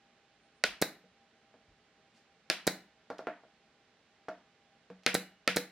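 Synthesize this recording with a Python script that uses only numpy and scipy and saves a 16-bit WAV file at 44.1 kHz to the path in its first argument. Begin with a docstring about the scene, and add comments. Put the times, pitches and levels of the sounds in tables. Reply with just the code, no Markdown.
"""Air noise and the faint, wavering hum of a distant machine fill a small workshop throughout: shaped random noise.
After two faint squeaks a pneumatic nailer pins trim to a wooden stand on a workbench, two shots from the side:
shaped pulses, dense reflections and ringing modes; a low thud (band noise) follows the first. After each shot the
trigger is let go: a puff, hissing air, then thump and clack. Between shots come a low rumble and a rustle, and the
gun is laid on the bench and taken up again: dulled knocks and metal ticks. Two quicker shots from above then drive
the bench harder. 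The room answers with short diffuse reverberation."""
import sys
import numpy as np
from scipy import signal
from scipy.fft import rfft, irfft, next_fast_len
from scipy.io import wavfile

SR = 44100
rng = np.random.default_rng(int(sys.argv[2]) if len(sys.argv) > 2 else 0)


def transcribe(u):
    """Save the signal u as a 16-bit wav file named by the first command-line argument.

    u: samples, shape (n,) or (channels, n), limited to [-1, 1]; the rate is SR.
    q: integer samples, one column per channel.
    """
    v = np.clip(np.atleast_2d(u).T, -1, 1)
    q = np.round(v * 32767).astype(np.int16)
    wavfile.write(sys.argv[1], SR, q)


N = 251811
SIZE = 16384   # samples in one short sound
AGE = np.arange(SIZE) / SR   # seconds since its start
HZ = np.fft.rfftfreq(SIZE, 1 / SR)
CUTOFF_HZ = 16200

# The nailer fires. Each row: start in seconds, level in dB, ring of the nailed piece in Hz, its level in dB
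# before random variation, aim from 0 (from the side) to 1 (from above).
NAIL_SHOTS = [(0.6387, -1, 1472, -19, 0.035), (2.5005, -1.53, 1708, -33, 0), (5.0637, -1, 1297, -26, 0.95),
              (5.4766, -2.3, 1328, -20.5, 1)]
# Modes of the bench top. Each row: pitch in Hz, level in dB before variation and blow level,
# t60 in seconds before extra damping.
BENCH_MODES = [(92.3, -55.5, 0.13), (140, -54, 0.13), (186.4, -42, 0.42), (219.6, -46, .2),
               (279.4, -42.5, 0.14), (473.7, -38, 0.13), (486, -41, 0.24)]
# Metal modes of the gun. Each row: pitch in Hz, level in dB before variation and blow level,
# t60 in seconds before extra damping.
GUN_MODES = [(1850, -50.5, 0.12), (1880, -55, 0.16), (2010, -56.5, 0.08), (2170, -40.5, 0.053),
             (2500, -44.5, 0.1), (2893, -55.5, 1), (4025, -44, 0.35), (4136, -48, .24), (4050, -48.5, 0.22),
             (4696, -65.5, .22)]


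def from_db(db):
    """Decibels to gain."""
    return 10 ** (np.asarray(db) / 20)


def rms_one(x):
    """Scale to an rms of one."""
    return x / np.sqrt(np.mean(x ** 2) + 1e-30)


def at_hz(points, hz):
    """Read a table on a log-frequency axis."""
    points = np.array(points)
    return np.interp(np.log(hz + 1e-9), np.log(points[:, 0]), points[:, 1])


def between(ends, share):
    """Blend from the first value to the second as share goes from 0 to 1."""
    return ends[0] + (ends[1] - ends[0]) * np.clip(share, 0, 1)


def dying(t60):
    """An envelope that falls 60 dB in t60 seconds."""
    return np.exp(-np.log(1000) * AGE / t60)


def bump(hz, centre_hz, octaves):
    """A bell of height one on a log-frequency axis."""
    return np.exp(-.5 * (np.log2((hz + 1) / centre_hz) / octaves) ** 2)


def add(track, s, sound):
    """Mix a sound into a track at time s."""
    start = int(round(s * SR))
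    track[start:start + len(sound)] += sound[:N - start]


def blow(spectrum, lag_hz=3000, lag_q=1, dull_hz=np.inf, stand_db=0):
    """A causal pulse with this spectrum, held back a little around lag_hz by the body; soft contact loses its top."""
    gain = from_db(at_hz(spectrum, HZ)) / np.hypot(1, (HZ / dull_hz) ** 2)
    # the broad resonance of the stand
    gain = gain * from_db(stand_db * bump(HZ, centre_hz=1937, octaves=0.49))
    # folding the cepstrum gives minimum phase: the energy comes as early as it can
    cepstrum = irfft(np.log(gain))
    cepstrum[1:SIZE // 2] *= 2
    cepstrum[SIZE // 2 + 1:] = 0
    body = 1 - (HZ / lag_hz) ** 2 + 1j * HZ / (lag_hz * lag_q)
    all_pass = np.conj(body) / body   # delays without changing the spectrum
    pulse = irfft(np.exp(rfft(cepstrum)) * all_pass)
    return pulse * np.exp(-(AGE / .03) ** 2)


def ring(modes, vary_db, rise_s, damping=1):
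    """Struck modes build up, then die away, with new strengths on every blow."""
    total = 0
    for hz, db, t60 in modes:
        lost_db = 60 * rise_s / t60   # makes up for the decay during the rise
        strength = from_db(db + vary_db * rng.normal() + lost_db)
        total = total + strength * dying(t60 / damping) * np.sin(2 * np.pi * hz * AGE)
    swell = (1 - np.exp(-AGE / rise_s)) ** 2
    return swell * total


def scatter(pulse, t60):
    """The dense reflections of a pulse inside and around the workpiece: noise that swells and dies."""
    echoes = rng.standard_normal(SIZE) * (dying(t60) - dying(t60 / 10))
    return signal.fftconvolve(pulse, echoes / np.linalg.norm(echoes))[:SIZE]


def push(centre_ms, width_ms):
    """A brief displacement of air: one swing of pressure, up then down, of height one."""
    u = (1000 * AGE - centre_ms) / width_ms
    return -u * np.exp(.5 - .5 * u ** 2)


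def noise(gain):
    """A short stretch of noise shaped by this gain per frequency; rms one."""
    return rms_one(irfft(rfft(rng.standard_normal(SIZE)) * gain))


def diffuse(size):
    """Frequencies and stereo spectrum of white noise from all sides: the two microphones differ more in the treble."""
    # Likeness of left and right. Each row: frequency in Hz, correlation from -1 to 1 before a slight clip.
    likeness = [(200, 1), (1000, 0.95), (2200, 0.78), (4000, 0.4), (6000, -0.23), (8500, -.4),
                (11500, -.66)]
    hz = np.fft.rfftfreq(size, 1 / SR)
    mid, side = rfft(rng.standard_normal((2, size)))
    alike = np.clip(at_hz(likeness, hz), -.999, .999)
    common = np.sqrt((1 + alike) / 2) * mid
    opposed = np.sqrt((1 - alike) / 2) * side
    return hz, common + opposed * [[1], [-1]]


def panned(side, hz):
    """Left and right gains from a table of level differences."""
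    return from_db(at_hz(side, hz) * [[.5], [-.5]])


def background(air_db=-68.5):
    """Steady air noise with the narrow, wavering lines of a distant machine, both cut from diffuse noise."""
    # Colour of the air noise. Each row: frequency in Hz, relative level in dB per Hz.
    air_colour = [(25, -9), (50, -2), (100, -11.5), (180, -7), (260, -10.5), (500, -11), (1000, -16),
                  (1600, -13), (2800, -15.5), (4200, -19), (6300, -25.5), (8000, -31.5), (10000, -38),
                  (14000, -55)]
    # Stereo lean of the air noise. Each row: frequency in Hz, left minus right in dB.
    air_lean = [(400, 0.3), (1000, -3), (2200, -5), (6000, -4.5), (11000, 0.5)]
    # Machine hum. Each row: line in Hz, level in dB, half width in Hz where the gain has halved.
    hum_lines = [(232, -88.5, 10), (429.8, -91.5, 10), (637, -86, 8), (794, -79, 6.5)]
    size = next_fast_len(N)
    hz, field = diffuse(size)
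    coloured = field * from_db(at_hz(air_colour, hz)) * panned(air_lean, hz)
    total = from_db(air_db) * rms_one(irfft(coloured, size))
    for line_hz, db, width_hz in hum_lines:
        line = field / (1 + ((hz - line_hz) / width_hz) ** 2)
        total = total + from_db(db) * rms_one(irfft(line, size))
    return total[:, :N]


def handling(rattle_db=-0.5, room_db=7.0):
    """Dull knocks swell the modes of boards and bench, loose metal ticks; bands of noise squeak, rumble and rustle."""
    # Gun and hands bump the wood. Each row: start in seconds, level in dB, dull above this Hz,
    # place from 0 (bench boards) to 1 (stand).
    bumps = [(1.038, -28.5, 400, 0.69), (1.541, -23.5, 1180, 0.42), (3.102, -1, 1400, 0.36),
             (3.1915, -4.5, 1290, 0.16), (3.2705, 2, 2600, 0), (3.435, -18.5, 690, 0.28),
             (4.2840, -0.5, 1400, 0), (4.9011, -16.5, 2400, 0.93)]
    # Light metal ticks of the gun. 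Each row: start in seconds, level in dB.
    metal_ticks = [(3.102, -23), (3.184, -22.5), (4.2865, -23.5), (4.9025, -36), (5.035, -31)]
    # Faint squeaks, a low thud after the first shot, a low rumble and a rustle. Each row: start in seconds,
    # length in seconds, level in dB before the swell, centre in Hz, width in octaves.
    faint_noises = [(0.41, .07, -90, 8800, .08), (0.54, .07, -87, 8800, .07), (0.66, .09, -52, 48, .4),
                    (1.68, .06, -51, 45, .8), (2.135, .07, -72, 3200, .9)]
    # Modes of the boards. Each row: pitch in Hz, level in dB before variation and blow level,
    # t60 in seconds before extra damping.
    board_modes = [(304.4, -48.5, 0.2), (637, -32.5, 0.13), (699, -41.5, 0.2), (1400, -38.5, 0.041),
                   (1550, -59, 0.32), (2170, -60.5, 0.15), (2600, -60, 0.075)]
    # Spectrum of a knock on wood. Each row: frequency in Hz, level in dB.
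    knock_spectrum = [(50, -19), (110, -15.5), (280, 0.5), (600, 5), (1000, -3.5), (1600, -2.5),
                      (2500, -10.5), (3800, -19), (12000, -24)]
    # Spectrum of a metal tick. Each row: frequency in Hz, level in dB.
    tick_spectrum = [(200, -6), (1500, -6), (3000, -1.5), (5500, -5), (8000, -17), (11500, -23),
                     (16000, -24)]
    # How far a knock sets the boards ringing: dB on the bench boards, dB on the stand, relative to the knock.
    board_drive_db = (1, -23.5)
    # How far a knock sets the bench ringing: dB on the bench boards, dB on the stand, relative to the knock.
    bench_drive_db = (-17, 10.5)

    contact, body = np.zeros((2, N))
    for s, db, dull_hz, place in bumps:
        knock = from_db(db) * blow(knock_spectrum, lag_hz=895, lag_q=2.0, dull_hz=dull_hz)
        boards = ring(board_modes, vary_db=1.0, rise_s=0.016, damping=1.09)
        bench = ring(BENCH_MODES, vary_db=5.5, rise_s=0.0028, damping=1.25)
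        add(contact, s, knock)
        add(body, s, from_db(rattle_db) * scatter(knock, t60=0.065))
        add(body, s, from_db(db + between(board_drive_db, place)) * boards)
        add(body, s, from_db(db + between(bench_drive_db, place)) * bench)
    for s, db in metal_ticks:
        tick = from_db(db) * blow(tick_spectrum, lag_hz=4500, lag_q=3)
        add(contact, s, tick)
        add(body, s, scatter(tick, t60=0.057))
    for s, length_s, db, hz, octaves in faint_noises:
        swell = np.sin(np.pi * np.minimum(AGE / length_s, 1))
        add(contact, s, from_db(db) * swell * noise(bump(HZ, hz, octaves)))
    return contact + body, from_db(room_db) * contact


def releases(hiss_db=-27.0, puff_db=-28, clack_db=0.36, gun_db=-7.0, rattle_db=-3.5, room_db=-1.0,
             piston_home_ms=9.0, clack_lead_ms=0.67, open_s=0.00045, close_s=0.0025):
    """The valve opens with a puff, air hisses while the piston flies back, and it lands with a thump and a clack."""
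    # The trigger is let go after each shot. Each row: start in seconds, level in dB.
    trigger_releases = [(0.8155, 0.05), (2.6682, .5), (5.1425, 0), (5.5611, -.3)]
    # Spectrum of the piston's clack. Each row: frequency in Hz, level in dB.
    clack_spectrum = [(100, -13.5), (600, 0), (1050, -2), (1500, 7.5), (2050, 7.5), (3000, -7.5),
                      (3450, -2.5), (3950, 9), (4500, 2), (5500, -4), (16000, -16)]
    # Colour of the escaping air. Each row: frequency in Hz, relative level in dB per Hz.
    exhaust_colour = [(100, -17), (1000, 0.5), (3000, -9.5), (4000, -3), (6500, -0.5), (8500, -2.5),
                      (11500, 2.5), (16000, -2)]
    # How far the returning piston drives the bench: dB from the side, dB from above.
    bench_drive_db = (-3, 4.5)
    # Thump of the returning piston: dB from the side, dB from above.
    thump_db = (-14, -17)

    air, body = np.zeros((2, N))
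    clack = from_db(clack_db) * blow(clack_spectrum, lag_hz=2600, lag_q=4.7)
    home_s = (piston_home_ms - clack_lead_ms) / 1000   # the clack starts just ahead of the thump's centre
    opening = 1 - np.exp(-(AGE / open_s) ** 2)
    closing = np.exp(-np.maximum(AGE - home_s, 0) / close_s)
    flow = opening * closing * dying(0.14)
    puff = -from_db(puff_db) * push(centre_ms=0.98, width_ms=0.85)
    hiss_gain = from_db(at_hz(exhaust_colour, HZ)) * (HZ < CUTOFF_HZ)
    for (s, db), shot in zip(trigger_releases, NAIL_SHOTS):
        aim = shot[-1]
        hiss = from_db(hiss_db) * flow * noise(hiss_gain)
        thump = from_db(between(thump_db, aim)) * push(piston_home_ms, width_ms=0.38)
        add(air, s, from_db(db) * (hiss + puff + thump))
        add(air, s + home_s, from_db(db) * clack)
        rattle = from_db(rattle_db) * scatter(clack, t60=.06)
        gun = from_db(gun_db) * ring(GUN_MODES, vary_db=0.5, rise_s=0.0013, damping=1.6)
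        bench = ring(BENCH_MODES, vary_db=4.0, rise_s=0.01, damping=1.4)
        bench = from_db(between(bench_drive_db, aim)) * bench
        add(body, s + home_s, from_db(db) * (rattle + gun + bench))
    return air + body, from_db(room_db) * air


def shots(crack_db=-1.0, tear_db=-2.5, rattle_db=-2.5, gun_db=-7.5, piece_t60=0.045, shove_db=-33, hum_db=4.5,
          blast_db=0.55):
    """The driver cracks the nail into the wood; piece, gun and bench ring, and the stand radiates into the room."""
    # Spectrum of the crack heard close by. Each row: frequency in Hz, level in dB.
    crack_spectrum = [(50, -20.5), (120, -8), (220, 7), (450, 9.5), (640, 15), (850, -1), (1100, -1.5),
                      (1500, 11.5), (2400, 11), (3300, 4.5), (4300, 13.5), (7800, -5.5), (11000, -2.5),
                      (16000, -18)]
    # Spectrum of the blast sent into the room. Each row: frequency in Hz, level in dB.
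    blast_spectrum = [(60, -15), (200, 10.5), (450, 11.5), (650, 15.5), (1000, 6), (1600, 14), (2500, 14.5),
                      (3300, 11), (4200, 8.5), (5300, 7), (7000, -1.5), (10500, -3.5), (16000, -14.5)]
    # How far a shot drives the bench: dB from the side, dB from above.
    bench_drive_db = (-20, -2.5)
    # How far a shot drives the broad resonance of the stand: dB from the side, dB from above.
    stand_drive_db = (-2, 4)

    near, far = np.zeros((2, N))
    for s, db, piece_hz, piece_db, aim in NAIL_SHOTS:
        stand_db = between(stand_drive_db, aim)
        crack = blow(crack_spectrum, lag_hz=3340, lag_q=1.3, stand_db=stand_db)
        dull_crack = blow(crack_spectrum, dull_hz=3200, stand_db=stand_db)
        tear = from_db(tear_db) * scatter(crack, t60=0.0085)
        rattle = from_db(rattle_db) * scatter(dull_crack, t60=0.065)
        add(near, s, from_db(db) * (from_db(crack_db) * crack + tear + rattle))
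        add(near, s, ring([(piece_hz, piece_db, piece_t60)], vary_db=2.5, rise_s=0.0012))
        add(near, s, from_db(gun_db) * ring(GUN_MODES, vary_db=2.5, rise_s=.001))
        # the shot shoves the bench top down and sets it humming, far more so from above
        hum = from_db(hum_db) * ring(BENCH_MODES, vary_db=1.5, rise_s=0.0072, damping=1.0)
        shove = -from_db(shove_db) * push(centre_ms=1.8, width_ms=0.81)
        add(near, s, from_db(between(bench_drive_db, aim)) * (hum + shove))
        add(far, s, from_db(db + blast_db) * blow(blast_spectrum, stand_db=stand_db))
    return near, far


def workshop(dry, first_s=0.0083, build_s=0.0013):
    """Diffuse reflections swell within milliseconds; each half octave dies at its own rate."""
    # Strength of the reverberation. Each row: frequency in Hz, level in dB.
    reverb_db = [(90, -22.5), (200, -11.5), (450, -16.5), (1000, -9), (2200, -7.5), (4500, -7),
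                 (10000, -7.5), (16000, -8)]
    # Decay of the reverberation. Each row: frequency in Hz, t60 in seconds.
    reverb_t60 = [(100, 0.34), (260, 0.41), (700, .31), (1840, 0.37), (4850, 0.28), (12800, 0.24)]
    hz, field = diffuse(SIZE)
    band = np.round(2 * np.log2(np.maximum(hz, 60)))   # half-octave number of each frequency
    onset = 1 - np.exp(-np.maximum(AGE - first_s, 0) / build_s)
    response = 0
    for k in np.unique(band):
        centre_hz = 2 ** (k / 2)
        tail = irfft(field * (band == k)) * onset * dying(at_hz(reverb_t60, centre_hz))
        share = np.sqrt(np.mean(band == k) / SIZE)   # wide bands carry more energy
        response = response + from_db(at_hz(reverb_db, centre_hz)) * rms_one(tail) * share
    return signal.oaconvolve(dry[None], response, axes=1)[:, :N]


def direct(dry):
    """The gun is a little to the right: its treble mostly reaches the left microphone later and weaker."""
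    # Stereo lean of the near sound. Each row: frequency in Hz, left minus right in dB.
    near_lean = [(200, 0), (500, -.3), (1000, -.6), (2200, -1.3), (4000, -2), (6000, -5), (8500, 1.2),
                 (11500, -1), (14500, -4.5)]
    # Phase between the microphones. Each row: frequency in Hz, radians by which left lags.
    left_lag = [(100, 0), (2000, -.13), (4000, .2), (6000, .7), (8500, .8), (11500, 2.2), (14500, 2.6)]
    size = next_fast_len(N + SIZE)
    hz = np.fft.rfftfreq(size, 1 / SR)
    lag = np.exp(1j * at_hz(left_lag, hz) * [[-.5], [.5]])
    return irfft(rfft(dry, size) * panned(near_lean, hz) * lag, size)[:, :N]


def scene():
    """Each source is heard close by with the ringing of its parts; its blows also fill the room."""
    sources = [shots(), releases(), handling()]
    close = direct(sum(near for near, far in sources))
    room = sum(workshop(far) for near, far in sources)
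    return close + room + background()


def record(dry, top=0.46, low_cut_hz=95):
    """The microphone thins the deep bass, the highest peaks are rounded towards top and the treble is cut."""
    low_cut = signal.butter(2, low_cut_hz, "high", fs=SR, output="sos")
    thin = signal.sosfilt(low_cut, dry)
    rounded = top * np.tanh(thin / top)
    high_cut = signal.ellip(10, .1, 80, CUTOFF_HZ, fs=SR, output="sos")
    return signal.sosfilt(high_cut, rounded)


dry = scene()
out = record(dry)
transcribe(out)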